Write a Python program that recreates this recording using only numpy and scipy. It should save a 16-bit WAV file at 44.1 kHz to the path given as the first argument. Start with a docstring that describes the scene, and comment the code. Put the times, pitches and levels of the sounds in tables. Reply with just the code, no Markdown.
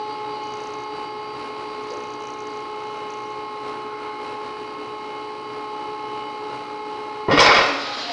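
"""A warehouse yard, a small camera's microphone some metres from an electric reach truck raising its mast.
The gear pump and its motor whine over rushing oil, with a thin buzz now and then and a rub of the rails.
Near the end the mast hits its top stop: carriage, forks and chains clatter and ring out across the yard,
the whine dies, and oil hisses through the relief valve."""
import sys
import numpy as np
from scipy import signal
from scipy.fft import rfft, irfft, next_fast_len
from scipy.io import wavfile
from scipy.ndimage import uniform_filter1d, minimum_filter1d

SR = 44100
rng = np.random.default_rng(int(sys.argv[2]) if len(sys.argv) > 2 else 0)


def unload_audio(sound):
    """Save the sound as a 16-bit wav file, at the path given as the first command line argument."""
    columns = np.transpose(np.atleast_2d(sound))
    # keep every value between -1 and 1, then stretch to whole-number steps
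    steps = np.round(np.clip(columns, -1, 1) * 32767)
    wavfile.write(sys.argv[1], SR, steps.astype(np.int16))


N = 358312
T = np.arange(N) / SR
GEAR_TEETH, MOTOR_SLOTS = 13, 33

# the octave above the gear mesh tone: time_s, level_db
MESH_OCTAVE = [(0, -31.5), (.42, -32.5), (.72, -38.5), (1, -34.5), (1.5, -40), (2.9, -36.5), (4.45, -36.5),
               (4.8, -44), (4.97, -37.5), (5.53, -39), (5.8, -34), (7.2, -36)]
# high harmonics of the mesh: mesh_multiple, base_db, harshness_share
MESH_TREBLE = [(8, -59, .66), (9, -54, .63), (10, -53, .7), (12, -64, .71), (14, -65.5, .6)]
# the mesh harmonic that stands out as a whine: time_s, level_db
MESH_WHINE = [(0, -50.5), (.42, -50), (.65, -52.5), (2.6, -54), (2.95, -51), (3.2, -54), (3.9, -55),
              (5.25, -51.5), (5.75, -53.5), (6.22, -48.5), (6.65, -57.5), (6.95, -52), (7.2, -54)]
# the one that stands out as a whistle: time_s, level_db
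MESH_WHISTLE = [(0, -47), (.07, -56), (.13, -43.5), (.24, -60), (.31, -45), (.39, -56), (.45, -47),
                (.72, -55), (.96, -48.5), (1.15, -55), (1.35, -51.5), (1.5, -56), (1.7, -52), (2.4, -58.5),
                (3.6, -62.5), (6.1, -57), (7.2, -59)]
# the motor's slot tone: time_s, level_db
SLOT_LEVEL = [(0, -39.5), (2.5, -38.5), (3.75, -36.5), (4.9, -39), (6.3, -38), (6.55, -43), (7.2, -40)]
# weaker tones of the shaft: shaft_multiple, level_db
SHAFT_TONES = [(9, -54.5), (11, -50), (24, -64.5), (25, -53.5), (27, -53.5), (28, -50), (35, -61.5),
               (39, -49), (40, -53), (41, -65.5), (52, -62), (65, -59), (66, -49.5), (74, -62.5), (75, -62),
               (78, -61), (99, -63.5), (120, -69.5), (122, -62.5), (125, -72.5), (165, -71), (249, -76)]
# steady hum of the truck: pitch_hz, level_db
TRUCK_HUM = [(126.5, -61), (293.5, -54.5), (300, -52), (315, -56.5)]
# rush of oil and cooling air: frequency_hz, relative_db
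RUSH_SPECTRUM = [(25, -22), (90, -11.5), (128, -4), (165, -7), (220, -8.5), (255, 3), (330, -1.5), (430, 3),
                 (680, -4.5), (880, 1), (1300, -2), (1650, -11), (2500, -10), (2900, -10), (3500, -19),
                 (4000, -10.5), (5200, -20.5), (7100, -31.5), (8100, -31.5), (9100, -36), (9700, -30),
                 (10000, -34)]
# blows at the top stop, cushioned at first, then bare steel:
# start_s, force_db, rattle_decay_s, cutoff_hz, clank_hz, clank_db, clank_t60_s
STOP_BLOWS = [(7.283, -1, .0069, 610, 415, -18, 0.1), (7.298, -4, 0.021, 1300, 484, -19, .08),
              (7.31, -2.5, 0.068, 3100, 550, -15, 0.15), (7.33, -6, .01, 890, 478, -11, 0.13),
              (7.375, 1, 0.0018, 2600, 1153, -2, 0.035), (7.391, 1.5, 0.004, 4530, 2271, -6, .1),
              (7.4, 0.5, 0.019, 9450, 1020, -16, 0.11), (7.41, -5, 0.0083, 5500, 1068, -5.5, 0.079),
              (7.424, -10.5, 0.0089, 9000, 940, -13, 0.08), (7.447, -5.5, .005, 5000, 1002, -11, 0.11),
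              (7.461, 0, 0.0076, 4800, 2260, -12, .08), (7.488, 0, 0.0069, 2980, 2220, -7, 0.13),
              (7.512, -1, 0.0041, 2620, 990, -8, 0.052), (7.543, -5, 0.016, 5000, 1404, -21, .08),
              (7.563, -4.5, 0.0061, 3600, 1026, -20, .08), (7.584, -8, 0.0035, 4000, 2330, -28, 0.073),
              (7.608, -6.5, 0.0073, 2600, 1030, -21, 0.064)]
# dense clatter of the steelwork: frequency_hz, relative_db
CLATTER_SPECTRUM = [(30, -41), (65, -36), (100, -21), (200, -20), (340, -9), (410, -3), (560, -3),
                    (760, -3), (1050, -1.5), (1750, -9.5), (2250, -5.5), (2800, -9.5), (4200, -10),
                    (5200, -8), (6500, -21), (8000, -33), (10000, -46)]
# ring of mast and forks: pitch_hz, relative_db, t60_s
STEEL_MODES = [(445, -6, 0.8), (560, -2, 1.03), (577, -6.5, 0.93), (722, -6.5, 1), (1001, 0.5, 0.61),
               (1035, -2, 0.52), (1187, -5.5, 0.53), (1235, -7, 1), (1389, -4, 0.87), (1450, -3.5, 1),
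               (1552, -2.5, 1), (1870, -6, .8), (1892, -3.5, 0.92), (2126, -2.5, .84), (2193, -0.5, 0.97),
               (2280, -5, 0.57), (2280, -2.5, 1), (2635, -3.5, .55), (2920, -10, .8), (3140, -10.5, .8),
               (3740, -7, .5), (3860, -3.5, 0.45), (4450, -8.5, 0.51), (4830, -9, 0.59), (4950, -6, 0.44),
               (5141, -1.5, 0.43)]
# jolts of mast and chassis: start_s, pitch_hz, level_db, t60_s
JOLTS = [(1.914, 490, -25.5, 0.13), (1.928, 585, -38, 0.53), (1.972, 308, -32.5, .15),
         (1.975, 490, -35, 0.44), (7.283, 104.5, -23, 0.22), (7.299, 210, -22, 0.3), (7.32, 146, -19, 0.19),
         (7.332, 289, -11, 0.2), (7.38, 106, -21, .17), (7.39, 195, -26, 0.28), (7.396, 546, -3, 0.088),
         (7.425, 497, -10, 0.066), (7.445, 280, -20.5, 0.14), (7.511, 563, -12.5, 0.14)]
# hiss of the relief valve: time_s, level_db
VALVE_LEVEL = [(7.3, -67.5), (7.6, -56), (7.8, -35), (7.93, -30.5), (8.12, -31)]
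# colour of that hiss: frequency_hz, relative_db
VALVE_SPECTRUM = [(100, -32.5), (200, -20), (300, -5.5), (750, 2), (1700, -1), (3000, 0.5), (4500, 3),
                  (5300, -2.5), (6000, -13), (6900, -14.5), (8500, -34), (10000, -38)]
# the strained hydraulics sing: peak_s, spread_s, pitch_hz, level_db
PIPE_GROANS = [(7.734, 0.081, 280.7, -33.5), (7.848, 0.18, 1255, -39.5), (7.945, 0.083, 822, -38.5),
               (8.02, 0.19, 281, -46.5), (8.096, 0.038, 702, -32.5)]
# spells of thin buzz: start_s, end_s, level_db
BUZZ_SPELLS = [(.42, .76, -54), (.78, .84, -58), (1.82, 2.155, -55), (2.192, 2.48, -54),
               (2.493, 2.616, -59), (2.75, 3.05, -66), (3.08, 3.329, -55.5)]
# brief ring of each tick in the buzz: centre_hz, width_hz
TICK_BANDS = [(5750, 520), (6420, 520)]
# rubs and squeaks of the mast rails: peak_s, spread_s, centre_hz, width_hz, level_db
RAIL_RUBS = [(1.91, 0.011, 4700, 600, -43.5), (3.262, .006, 5780, 110, -53), (3.99, 0.25, 1360, 257, -46),
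             (4.08, 0.14, 2140, 159, -48.5)]


def pump(turns, mesh_db=-37.5, treble_sway_db=1.9, treble_rough=.16, settle_s=1.8):
    """Meshing gear teeth sound a stack of harmonics; pressure ripple roughens them."""
    mesh = GEAR_TEETH * turns
    octave_db = curve(MESH_OCTAVE)
    gears = tone(mesh, mesh_db + .4 * walk(4.6), rough=.21, rate_hz=25)
    gears += tone(2 * mesh, octave_db, rough=.12)
    # harsh at first, settling as the mast rises; the harshness also follows the octave's level
    harsh_db = -14 + 10 * np.exp(-T / settle_s) + .3 * (octave_db - octave_db.mean())
    for multiple, base_db, share in MESH_TREBLE:
        level_db = base_db + share * (harsh_db + treble_sway_db * walk(5.5))
        gears += tone(multiple * mesh, level_db, treble_rough)
    for multiple, levels in ((7, MESH_WHINE), (11, MESH_WHISTLE)):
        gears += tone(multiple * mesh, curve(levels) + treble_sway_db * walk(9), treble_rough)
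    return gears


def motor(turns):
    """The motor's slots sing at a multiple of the shaft rate, among weaker shaft harmonics."""
    slots = tone(MOTOR_SLOTS * turns, curve(SLOT_LEVEL), rough=.14)
    return slots + sum(tone(multiple * turns, db, rough=.21, rate_hz=20) for multiple, db in SHAFT_TONES)


def shaft(mesh_hz=424.25, drift_hz=.2983):
    """Turns made by the governed pump shaft: a steady speed with a slight drift."""
    return np.cumsum(mesh_hz + drift_hz * walk(4)) / GEAR_TEETH / SR


def rush(turns, midband_db=-50.5, throb=.22, unsteady_db=1.23):
    """Oil and cooling air rush, throbbing twice a turn of the shaft."""
    flow = walls(colour(rng.standard_normal(N), RUSH_SPECTRUM), ripple_db=.44)
    flow *= (1 + throb * np.sin(4 * np.pi * turns)) * undb(unsteady_db * walk(14))
    midband = band(flow, 1400, 2050, order=6)
    return flow / np.std(midband) * undb(midband_db)


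def top_stop(clatter_gain_db=20.5, grain_db=2.0, settle_s=.098):
    """Each blow is a cluster of chain and carriage contacts with the short clank of the part it hits."""
    t, force, out = T[:SR // 4], np.zeros(N), np.zeros(N)
    for start_s, force_db, decay_s, cutoff_hz, clank_hz, clank_db, t60_s in STOP_BLOWS:
        contacts = rng.standard_normal(len(t)) * undb(grain_db * rng.exponential(size=len(t)))
        rattle = unit(contacts * np.exp(-t / decay_s)) / np.sqrt(len(t))
        softness = signal.butter(2, cutoff_hz, fs=SR, output="sos")
        add(force, start_s, undb(force_db) * signal.sosfilt(softness, rattle))
        add(out, start_s, struck(clank_hz, clank_db, t60_s, push_s=.00083))
    first_s, last_s = STOP_BLOWS[0][0], STOP_BLOWS[-1][0]
    # the slack chain goes on tapping, ever more lightly
    for wait_s, size in rng.random((14, 2)) * [.4, 1]:
        tap = undb(-21) * (.5 + size) * np.exp(-wait_s / settle_s)
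        add(force, last_s + wait_s, np.array([tap]))
    force = force[int(first_s * SR):]
    add(out, first_s, undb(clatter_gain_db) * signal.fftconvolve(force, steelwork()))
    add(out, first_s, ring(force))
    return out


def steelwork(crack_t60_s=.068, yard_t60_s=1.14, yard_db=-4):
    """One tap on the steel as it reaches the microphone: a short crack, then the yard's reverberation."""
    crack = rng.standard_normal(SR) * fade(crack_t60_s)
    yard = rng.standard_normal(SR) * fade(yard_t60_s) * (1 - np.exp(-T[:SR] / .0067))
    tap = np.pad(unit(crack) + undb(yard_db) * unit(yard), (0, SR))
    return unit(colour(tap, CLATTER_SPECTRUM)[:SR]) / np.sqrt(SR)


def ring(force, gain_db=-33):
    """The modes of mast and forks, topped up by every blow; their ring stays between about 380 Hz and 6 kHz."""
    modes = np.zeros(len(force))
    for hz, db, t60_s in STEEL_MODES:
        pole = np.exp((2j * np.pi * hz - np.log(1000) / t60_s) / SR)
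        modes += undb(gain_db + db) * unit(signal.lfilter([1], [1, -pole], force).imag)
    return band(modes, 380, 6000, order=3)


def thumps():
    """Mast and chassis clunk, once as the stages slide and then at the stop."""
    out = np.zeros(N)
    for start_s, hz, db, t60_s in JOLTS:
        add(out, start_s, struck(hz, db, t60_s, push_s=.0021))
    return out


def relief_valve(waver_rad=.65, flutter_db=3.0, sputter_db=2):
    """With the ram at its end, oil sputters through the relief valve and the pipes sing."""
    flow = unit(walls(colour(rng.standard_normal(N), VALVE_SPECTRUM), ripple_db=4.0))
    edges_hz = np.geomspace(100, 10000, 13)
    hiss, song = np.zeros(N), np.zeros(N)
    for lo_hz, hi_hz in zip(edges_hz, edges_hz[1:]):
        hiss += band(flow, lo_hz, hi_hz, order=1) * undb(sputter_db * walk(45))
    for peak_s, spread_s, hz, db in PIPE_GROANS:
        envelope = np.sqrt(2) * undb(db + flutter_db * walk(35)) * swell(peak_s, spread_s)
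        song += envelope * np.sin(2 * np.pi * hz * T + waver_rad * walk(40))
    return unit(hiss) * undb(curve(VALVE_LEVEL) + walk(30)) + song


def buzz(rate_hz=60, echo_s=.0029, echo_db=-8, weak_db=-7):
    """Thin electrical ticking: one ringing tick a cycle, strong and weak in turn, with a close echo."""
    spells = sum(undb(db) * ((T > start_s) & (T < end_s)) for start_s, end_s, db in BUZZ_SPELLS)
    cycle = np.arange(int(T[-1] * rate_hz) - 1)
    uneven_db = 4.5 * np.clip(rng.standard_normal(len(cycle)), -2, 1)
    size = undb(weak_db * (cycle % 2) + uneven_db)
    tick_s = cycle / rate_hz + .0041 + .00045 * rng.random(len(cycle))
    return_s = tick_s + echo_s * (1 + .3 * rng.random(len(cycle)))
    ticks, rung = np.zeros(N), np.zeros(N)
    ticks[(tick_s * SR).astype(int)] = size
    ticks[(return_s * SR).astype(int)] += undb(echo_db) * size
    for k, (hz, width_hz) in enumerate(TICK_BANDS):
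        rung += (-1) ** k * band(ticks, hz - width_hz / 2, hz + width_hz / 2, order=1)
    return unit(rung) * spells


def rails():
    """Soft scrapes of the mast rails as they slide."""
    out = np.zeros(N)
    for peak_s, spread_s, hz, width_hz, db in RAIL_RUBS:
        scrape = unit(band(rng.standard_normal(N), hz - width_hz / 2, hz + width_hz / 2))
        out += undb(db) * swell(peak_s, spread_s) * scrape
    return out


def hum(stray=.54):
    """The truck's low hum sits under the pump, wavering in level and phase."""
    out = np.zeros(N)
    for hz, db in TRUCK_HUM:
        envelope = np.sqrt(2) * undb(db) * (1 + stray * walk(11))
        out += envelope * np.sin(2 * np.pi * hz * T + stray * walk(6.5))
    return out


def walls(x, ripple_db):
    """Reflections in the yard comb a steady noise into fine peaks and dips, fading in the top treble."""
    hz = np.arange(200, 10000, 14)
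    depth = np.interp(hz, [200, 214, 5000, 8000], [0, 1, 1, 0])
    return colour(x, np.column_stack([hz, ripple_db * depth * rng.standard_normal(len(hz))]))


def tone(cycles, db, rough, rate_hz=30):
    """A sine that follows a count of cycles, wavering in level and phase."""
    phase = 2 * np.pi * (cycles + rng.random())
    wave = (1 + rough * walk(rate_hz)) * np.sin(phase) + rough * walk(rate_hz) * np.cos(phase)
    return np.sqrt(2) * undb(db) * wave


def struck(hz, db, t60_s, push_s):
    """One mode set ringing by a short, smooth push."""
    t = T[:SR]
    attack = 1 - np.exp(-(t / push_s) ** 2)
    return undb(db) * attack * np.sin(2 * np.pi * hz * t) * fade(t60_s)


def fade(t60_s):
    """One second of decay, falling 60 dB in t60_s."""
    return np.exp(-np.log(1000) * T[:SR] / t60_s)


def swell(peak_s, spread_s):
    """A bell-shaped rise and fall."""
    return np.exp(-.5 * ((T - peak_s) / spread_s) ** 2)


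def walk(rate_hz):
    """Smooth random wander, rms 1."""
    step = int(SR / rate_hz)
    return unit(uniform_filter1d(np.repeat(rng.standard_normal(N // step + 1), step), step)[:N])


def curve(table):
    """A table of time_s, level_db as one level a sample."""
    return np.interp(T, *np.transpose(table))


def colour(x, points):
    """Filter by a spectrum of frequency_hz, gain_db points."""
    hz, db = np.transpose(points)
    size = next_fast_len(len(x))
    bins_hz = np.arange(size // 2 + 1) * SR / size
    gain = undb(np.interp(np.log(bins_hz + 1), np.log(hz), db))
    return irfft(rfft(x, size) * gain, size)[:len(x)]


def band(x, lo_hz, hi_hz, order=2):
    """Band-pass filter."""
    return signal.sosfilt(signal.butter(order, [lo_hz, hi_hz], "band", fs=SR, output="sos"), x)


def add(out, start_s, x):
    """Mix x in from start_s."""
    i = int(start_s * SR)
    out[i:i + len(x)] += x[:N - i]


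def undb(db):
    """Decibels to gain."""
    return 10 ** (np.asarray(db) / 20)


def unit(x):
    """Scale to rms 1."""
    return x / np.sqrt(np.mean(x ** 2))


def scene(stop_s=7.36, stall_s=.15):
    """From some metres off, in mono: the lift runs freely until the stop stalls it."""
    turns = shaft()
    lifting = np.clip(1 - (T - stop_s) / stall_s, 0, 1)
    drive = (pump(turns) + motor(turns) + hum()) * lifting
    return (drive + rush(turns) + top_stop() + thumps() + relief_valve() + buzz() + rails())[None]


def record(dry, ceiling=.79, hold_s=.0028, top_hz=10000):
    """Behind the microphone, the camera's limiter holds down the loudest peaks; the top treble is cut."""
    hold = int(hold_s * SR)
    needed_gain = ceiling / np.maximum(np.abs(dry), ceiling)
    gain = uniform_filter1d(minimum_filter1d(needed_gain, hold), hold)
    return signal.sosfilt(signal.ellip(12, .2, 80, top_hz, fs=SR, output="sos"), dry * gain)


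dry = scene()
out = record(dry)
unload_audio(out)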